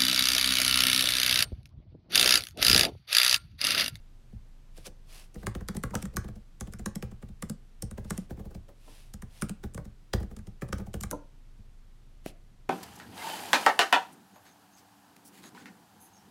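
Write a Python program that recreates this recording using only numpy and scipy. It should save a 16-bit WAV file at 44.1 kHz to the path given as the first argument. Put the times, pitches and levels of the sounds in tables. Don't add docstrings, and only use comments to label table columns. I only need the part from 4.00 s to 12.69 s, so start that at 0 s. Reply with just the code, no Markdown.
import sys
import numpy as np
from scipy import signal
from scipy.fft import rfft, irfft, next_fast_len
from scipy.io import wavfile
from scipy.ndimage import uniform_filter1d

SR = 44100
rng = np.random.default_rng(int(sys.argv[2]) if len(sys.argv) > 2 else 0)


def file_out(sig):
    cols = np.atleast_2d(sig).T
    lim = np.clip(cols, -1, 1)
    pcm = np.round(lim * 32767).astype(np.int16)
    wavfile.write(sys.argv[1], SR, pcm)


N = 383229

# frequency in Hz, relative level in dB.
AIR_SPECTRUM = [(12, -18), (24, -8.5), (38, -19.5), (55, -20), (91, -21.5), (123, -22), (262, -32),
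                (527, -40.5), (1120, -44), (2400, -48), (3200, -48.5), (8000, -55), (13000, -60),
                (15500, -68), (16200, -80)]
# frequency in Hz, rms level in dB.
HUM_TONES = [(26.7, -50.5), (119.5, -68)]
# frequency in Hz, t60 (time to fall by 60 dB) in seconds.
ROOM_DECAY = [(100, 0.3), (500, 0.33), (2000, 0.33), (8000, 0.19), (15000, 0.061)]
# centre in seconds, standard deviation of the swell in seconds, peak level in dB.
BRUSHES = [(.776, .012, -60), (.82, 0.043, -64), (0.866, 0.01, -45.5), (1.125, .03, -60),
           (1.185, .045, -54.5), (1.408, 0.028, -64), (1.997, 0.04, -60), (4.146, 0.064, -61.5),
           (4.95, 0.088, -59.5), (5.39, 0.053, -58.5), (8.28, 0.018, -51.5)]
# frequency in Hz, relative level in dB.
SKIN_SPECTRUM = [(150, -18), (600, 1.5), (1300, -4.5), (2200, -1.5), (2700, 2), (3400, -0.5), (5300, -1.5),
                 (7000, -6.5), (10000, -3.5), (13000, -10), (16000, -19)]
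# frequency in Hz, relative level in dB.
TOUCHPAD_SPECTRUM = [(60, -14), (150, -1.5), (290, 1.5), (450, -6), (620, -2.5), (850, -22), (1500, -22),
                     (2300, -17.5), (3500, -32)]
# start in seconds, level in dB.
LID_JOLTS = [(1.935, -33.5), (4.686, -52.5), (4.876, -52), (5.776, -42.5), (6.621, -40), (7.127, -30.5)]
# frequency in Hz, relative level in dB, t60 in seconds.
LID_MODES = [(226, -9, 0.18), (295, -4.5, 0.2), (370, 0, 0.061), (478, -1, 0.12), (566, 1.5, .14),
             (607, 0, 0.087), (761, 0, 0.046), (904, -8, 0.069), (1007, 3.5, 0.047), (1300, -3, 0.041)]
# start in seconds, force in dB, snap in dB.
GRAZES = [(0.778, -50, -57), (0.8679, -45, -46.5), (1.3447, -58, -57), (1.941, -35.5, -55),
          (2.724, -54.5, -58), (4.509, -51.5, -69), (4.688, -53, -68), (4.88, -55, -74)]
# start in seconds, table thud in dB.
BUMPS = [(0.326, -34.5), (7.58, -45.5)]
# frequency in Hz, relative level in dB before tilt and scatter.
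SNAP_SPECTRUM = [(900, -18), (2500, -4.5), (4200, -6.5), (5500, -4), (7500, -2), (9600, -3), (11500, -10.5),
                 (13800, -12.5), (15500, -26), (16500, -33)]
# frequency in Hz before a small random shift, relative level in dB.
KEYCAP_SPECTRUM = [(400, -24), (780, -11), (950, -9.5), (1170, 3.5), (1420, -1), (1680, -0.5), (1900, -3.5),
                   (2250, -7.5), (2700, -22.5), (4500, -36.5)]
# frequency in Hz before a small random shift, relative level in dB.
CASE_SPECTRUM = [(170, -22), (250, -9.5), (300, 4.5), (345, 2), (400, 2), (450, 0.5), (510, 2), (580, -4.5),
                 (680, -7.5), (790, -5.5), (950, -16), (1300, -31)]
# frequency in Hz, relative level in dB, t60 in seconds.
DECK_MODES = [(166.1, -3.5, 0.071), (198, 1, 0.066), (215.7, -10, 0.098)]
# frequency in Hz, relative level in dB, t60 in seconds.
TABLE_MODES = [(53.7, -2.5, 0.22), (74.4, -1.5, 0.17), (112.8, -0.5, 0.17)]
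# start in seconds, time held down in seconds, force in dB.
SPACE_BAR_PRESSES = [(1.686, .0815, -39), (1.9529, .0724, -34.5), (2.86, 0.096, -36.5),
                     (3.4243, 0.073, -40), (4.1059, .0719, -36.5), (5.4212, .0734, -34.5)]
# start in seconds, landing force in dB, snap in dB, keycap clack in dB.
STROKES = [(1.355, -44, -64, -58), (1.429, -44.5, -67, -53), (1.468, -35, -38.5, -34.5),
           (1.5505, -38, -49.5, -46.5), (1.608, -46.5, -60, -53), (1.748, -42, -56.5, -55),
           (1.8364, -36.5, -40, -34.5), (1.907, -49, -59, -56), (2.0543, -48, -49, -48),
           (2.139, -50, -65, -65), (2.1683, -37.5, -34, -32.5), (2.243, -45.5, -60, -59),
           (2.284, -47, -59, -55), (2.358, -54, -64, -70), (2.6091, -44, -41, -46.5),
           (2.673, -49.5, -58.5, -61), (2.7357, -57, -49.5, -50), (2.7937, -46.5, -53.5, -57.5),
           (3.0255, -39, -46, -47), (3.115, -53.5, -63, -61.5), (3.226, -49, -61.5, -56),
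           (3.288, -57.5, -65, -72), (3.8233, -41, -37.5, -55), (3.9121, -50.5, -51, -54),
           (3.979, -40.5, -56.5, -51), (4.047, -51.5, -60.5, -62), (4.305, -39.5, -62, -53.5),
           (4.372, -51, -73, -66), (4.394, -45, -67, -60), (4.452, -48, -73, -66), (4.548, -47, -58, -63),
           (5.1385, -53.5, -48.5, -57), (5.2221, -51, -52, -51), (5.637, -39, -54.5, -49.5),
           (5.746, -48, -46.5, -57), (5.7765, -44, -54, -46), (5.8531, -54.5, -61.5, -64),
           (6.202, -42.5, -62, -59), (6.23, -47, -58.5, -56.5), (6.31, -48.5, -78, -60.5),
           (6.3658, -53.5, -54, -60), (6.39, -63, -62, -60.5), (6.4709, -50.5, -58.5, -66),
           (6.6194, -36.5, -51, -42.5), (6.688, -51, -58, -58), (6.7271, -34.5, -40.5, -35),
           (6.7833, -47, -53.5, -64), (6.799, -44, -63.5, -55.5), (6.867, -48.5, -63, -65),
           (6.9407, -37, -45.5, -47.5), (7.0089, -57, -41.5, -55), (7.0354, -45, -38.5, -41)]
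# level of a typical stroke in dB, dB per dB of force, dB per dB of snap.
DECK_LAW = (-38, 0.35, 0.11)
TABLE_LAW = (-34.5, 0.36, 0.18)
# tilt in dB per octave when snap equals force, its growth per dB, its most in dB per octave.
BRIGHTNESS_LAW = (1.8, .33, 5)

TYPICAL_FORCE_DB, TYPICAL_SNAP_DB = -45, -52
TOP_HZ = 16200
LEVEL_SPAN_S = .01
LEAD_S = .02
NAIL_LAG_S, PAD_LAG_S = .0007, .0035
SPRING_DB = -44
SLAM_S, ENTER_S = 6.1351, 7.1118


def amp(db):
    return 10 ** (np.asarray(db) / 20)


def unit(x):
    return x / np.sqrt(np.mean(x ** 2) + 1e-20)


def burst(x):
    return x * np.sqrt(LEVEL_SPAN_S * SR / (np.sum(x ** 2) + 1e-20))


def add(track, s, x):
    part = track[max(round(s * SR), 0):][:len(x)]
    part += x[:len(part)]


def along(points, hz):
    f, v = np.transpose(points)
    return np.interp(np.log(hz + 1), np.log(f + 1), v)


def fade(t, t60):
    return (t >= 0) * np.exp(-np.log(1000) * np.maximum(t, 0) / t60)


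def swell(t, rise, t60):
    return np.exp(np.minimum(t, 0) / rise - np.log(1000) * np.maximum(t, 0) / t60)


def noise(spectrum):
    m = next_fast_len(N + SR // 2)
    gain = amp(along(spectrum, np.fft.rfftfreq(m, 1 / SR)))
    return unit(irfft(rfft(rng.standard_normal(m)) * gain, m)[:N])


def coloured(x, spectrum):
    m = len(x)
    gain = amp(along(spectrum, np.fft.rfftfreq(m, 1 / SR)))
    cepstrum = irfft(np.log(gain), m)
    cepstrum[1:m // 2] *= 2
    cepstrum[m // 2 + 1:] = 0
    return irfft(rfft(x) * np.exp(rfft(cepstrum)), m)


def grit(count, rate, depth_db):
    knots = rng.standard_normal(int(count * rate / SR) + 2)
    position = np.arange(count) * rate / SR
    catches = np.interp(position, np.arange(len(knots)), knots)
    return rng.standard_normal(count) * amp(depth_db * catches)


def background(air_db):
    t = np.arange(N) / SR
    hum = sum(amp(db) * np.sqrt(2) * np.sin(2 * np.pi * (hz * t + rng.random())) for hz, db in HUM_TONES)
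    return hum + amp(air_db) * noise(AIR_SPECTRUM)


def room(x):
    out, t = np.zeros(N), np.arange(N) / SR
    tails = 4
    for k in range(tails):
        hz, age, z = signal.stft(rng.standard_normal(SR // 2), SR, nperseg=256)
        decay = fade(age, along(ROOM_DECAY, hz)[:, None])
        tail = signal.istft(z * decay, SR, nperseg=256)[1]
        turn = np.floor(t * 7) % tails == k
        feed = x * uniform_filter1d(turn * 1., size=400)
        add(out, .006, signal.fftconvolve(feed, tail / np.linalg.norm(tail)))
    return out


def brushing():
    t = np.arange(N) / SR
    friction = grit(next_fast_len(N, real=True), rate=800, depth_db=2.0)
    rub = unit(coloured(friction, SKIN_SPECTRUM))[:N]
    return rub * sum(amp(db) * np.exp(-.5 * ((t - s) / width) ** 2) for s, width, db in BRUSHES)


def ring(modes, rise, scatter_db, detune):
    t = np.arange(SR // 5) / SR
    hz, db, t60 = np.transpose(modes)[:, :, None]
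    size, shift, side = rng.standard_normal((3, len(modes), 1))
    level = np.sign(side) * amp(db + scatter_db * size)
    waves = level * fade(t, t60) * np.sin(2 * np.pi * hz * (1 + detune * shift) * t)
    onset = 1 - np.exp(-(t / rise) ** 2)
    return burst(waves.sum(axis=0) * onset)


def strike(spectrum, lead, rise, t60, chatter_db, spread):
    t = np.arange(SR // 8) / SR - lead
    push = np.arange(len(t)) == round(lead * SR)
    chatter = burst(swell(t, rise, t60) * rng.standard_normal(len(t)))
    force = burst(push * 1.) + amp(chatter_db) * chatter
    hz = np.fft.rfftfreq(len(t), 1 / SR)
    distance = rng.uniform(.6, 1.2)
    pitch = np.exp(rng.normal(0, 0.036))
    travel = np.exp(-4j * np.pi * spread * distance * np.sqrt(1000 * hz))
    plate = coloured(force, [(f * pitch, db) for f, db in spectrum])
    return burst(irfft(rfft(plate) * travel, len(t)))


def snap(lead, lag, tilt, softness, rise, t60, nail_db, landing_db, rattle_db, rattle_t60, ragged_db):
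    t = np.arange(SR // 8) / SR - lead
    touch = t + rng.uniform(0.0014, 0.0086)
    life, nail, rattle = rng.standard_normal(3)
    stretch = np.exp(0.29 * life + 0.48 * softness)
    landing = t - max(lag, rng.uniform(0.00079, 0.0035))
    shape = swell(t, rise * stretch, t60 * stretch)
    shape = shape + amp(landing_db) * swell(landing, rise * stretch, t60 * stretch)
    shape = shape + amp(nail_db + 1.1 * nail + 10.0 * softness) * swell(touch, rise * 3, 0.041)
    shape = shape + amp(rattle_db + 3.7 * rattle) * fade(t, rattle_t60)
    colour = [(hz, db + tilt * np.log2(max(hz, 2500) / 7000) + rng.normal(0, 2.1))
              for hz, db in SNAP_SPECTRUM]
    return burst(coloured(shape * grit(len(t), rate=1400, depth_db=ragged_db), colour))


def contact(snap_db, clack_db, knock_db, boom_db, thud_db, dull_db=0):
    out = np.zeros(SR // 4)
    softness = np.clip((-48.5 - snap_db) / 15, 0, 1)
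    press = 0.00083 + 0.0033 * softness
    lag = NAIL_LAG_S + (PAD_LAG_S - NAIL_LAG_S) * softness
    even, growth, most = BRIGHTNESS_LAW
    tilt = min(even + growth * (snap_db - knock_db), most) - dull_db
    click = snap(LEAD_S, lag, tilt, softness, rise=0.00025, t60=0.0077, nail_db=-18.5,
                 landing_db=-7.5, rattle_db=-21, rattle_t60=0.02, ragged_db=4.0)
    clack = strike(KEYCAP_SPECTRUM, LEAD_S, press, t60=0.029,
                   chatter_db=4.0 + 10 * softness, spread=0.000585)
    knock = strike(CASE_SPECTRUM, LEAD_S, press * 2, t60=0.11,
                   chatter_db=1.5 + 5.0 * softness, spread=0.002008)
    boom = ring(DECK_MODES, rise=0.0062, scatter_db=3.0, detune=0.029)
    thud = ring(TABLE_MODES, rise=0.011, scatter_db=2.0, detune=0.067)
    add(out, 0, amp(snap_db) * click)
    add(out, lag, amp(clack_db) * clack)
    add(out, lag, amp(knock_db) * knock)
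    add(out, LEAD_S + lag + 0.0027, amp(boom_db) * boom)
    add(out, LEAD_S + lag + 0.0045, amp(thud_db) * thud)
    return out


def touchpad(s, db):
    out, lead = np.zeros(N), 1 / 100
    thump = strike(TOUCHPAD_SPECTRUM, lead, rise=.0004, t60=0.039, chatter_db=-13.0, spread=0.00047)
    add(out, s - lead, amp(db) * thump)
    return out


def lid_shudder(chatter_db):
    out = np.zeros(N)
    t = np.arange(SR // 20) / SR
    for s, db in LID_JOLTS:
        chatter = burst(fade(t, 0.12) * rng.standard_normal(len(t)))
        force = burst((t == 0) * 1.) + amp(chatter_db) * chatter
        lid = ring(LID_MODES, rise=0.0029, scatter_db=1.5, detune=0.017)
        add(out, s, amp(db) * burst(signal.fftconvolve(force, lid)))
    return out


def resting_hands():
    out = np.zeros(N)
    for s, db, snap_db in GRAZES:
        graze = contact(snap_db, clack_db=db - 13, knock_db=db, boom_db=db - 5, thud_db=db - 3)
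        add(out, s - LEAD_S, graze)
    for s, db in BUMPS:
        bump = contact(snap_db=db - 45, clack_db=db - 43, knock_db=db - 23.5, boom_db=db - 8, thud_db=db)
        add(out, s - LEAD_S, bump)
    return out


def big_keys():
    out = np.zeros(N)
    slam = contact(snap_db=-33.5, clack_db=-37, knock_db=-28.5, boom_db=-29, thud_db=-21, dull_db=7)
    add(out, SLAM_S - LEAD_S, slam)
    enter = contact(snap_db=-36, clack_db=-44, knock_db=-40, boom_db=-39, thud_db=-40)
    add(out, ENTER_S - LEAD_S, enter)
    return out


def space_bar():
    out = np.zeros(N)
    for s, held, db in SPACE_BAR_PRESSES:
        down = contact(snap_db=db - .3, clack_db=db - 1, knock_db=db - 1,
                       boom_db=db + 7.5, thud_db=db + 1.2)
        add(out, s - LEAD_S, down)
        up = contact(snap_db=SPRING_DB + 1.8, clack_db=SPRING_DB - 9.5, knock_db=SPRING_DB - .6,
                     boom_db=SPRING_DB + 14.3, thud_db=SPRING_DB + .8, dull_db=1.2)
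        add(out, s + held - LEAD_S, up)
    return out


def typing():
    out = np.zeros(N)
    for s, force_db, snap_db, clack_db in STROKES:
        effort = (1, force_db - TYPICAL_FORCE_DB, snap_db - TYPICAL_SNAP_DB)
        boom_db, thud_db = np.dot(DECK_LAW, effort), np.dot(TABLE_LAW, effort)
        add(out, s - LEAD_S, contact(snap_db, clack_db, force_db, boom_db, thud_db))
    return out


def scene():
    keys = typing() + space_bar() + big_keys() + resting_hands()
    keys = keys + lid_shudder(chatter_db=-1) + touchpad(s=8.2618, db=-33.5)
    mix = keys + amp(-14.5) * room(keys) + brushing() + background(air_db=-57.5)
    return mix[None]


def record(dry):
    m = next_fast_len(N + SR // 2)
    passband = np.fft.rfftfreq(m, 1 / SR) < TOP_HZ
    return irfft(rfft(dry, m) * passband, m)[..., :N]


dry = scene()
out = record(dry)
file_out(out)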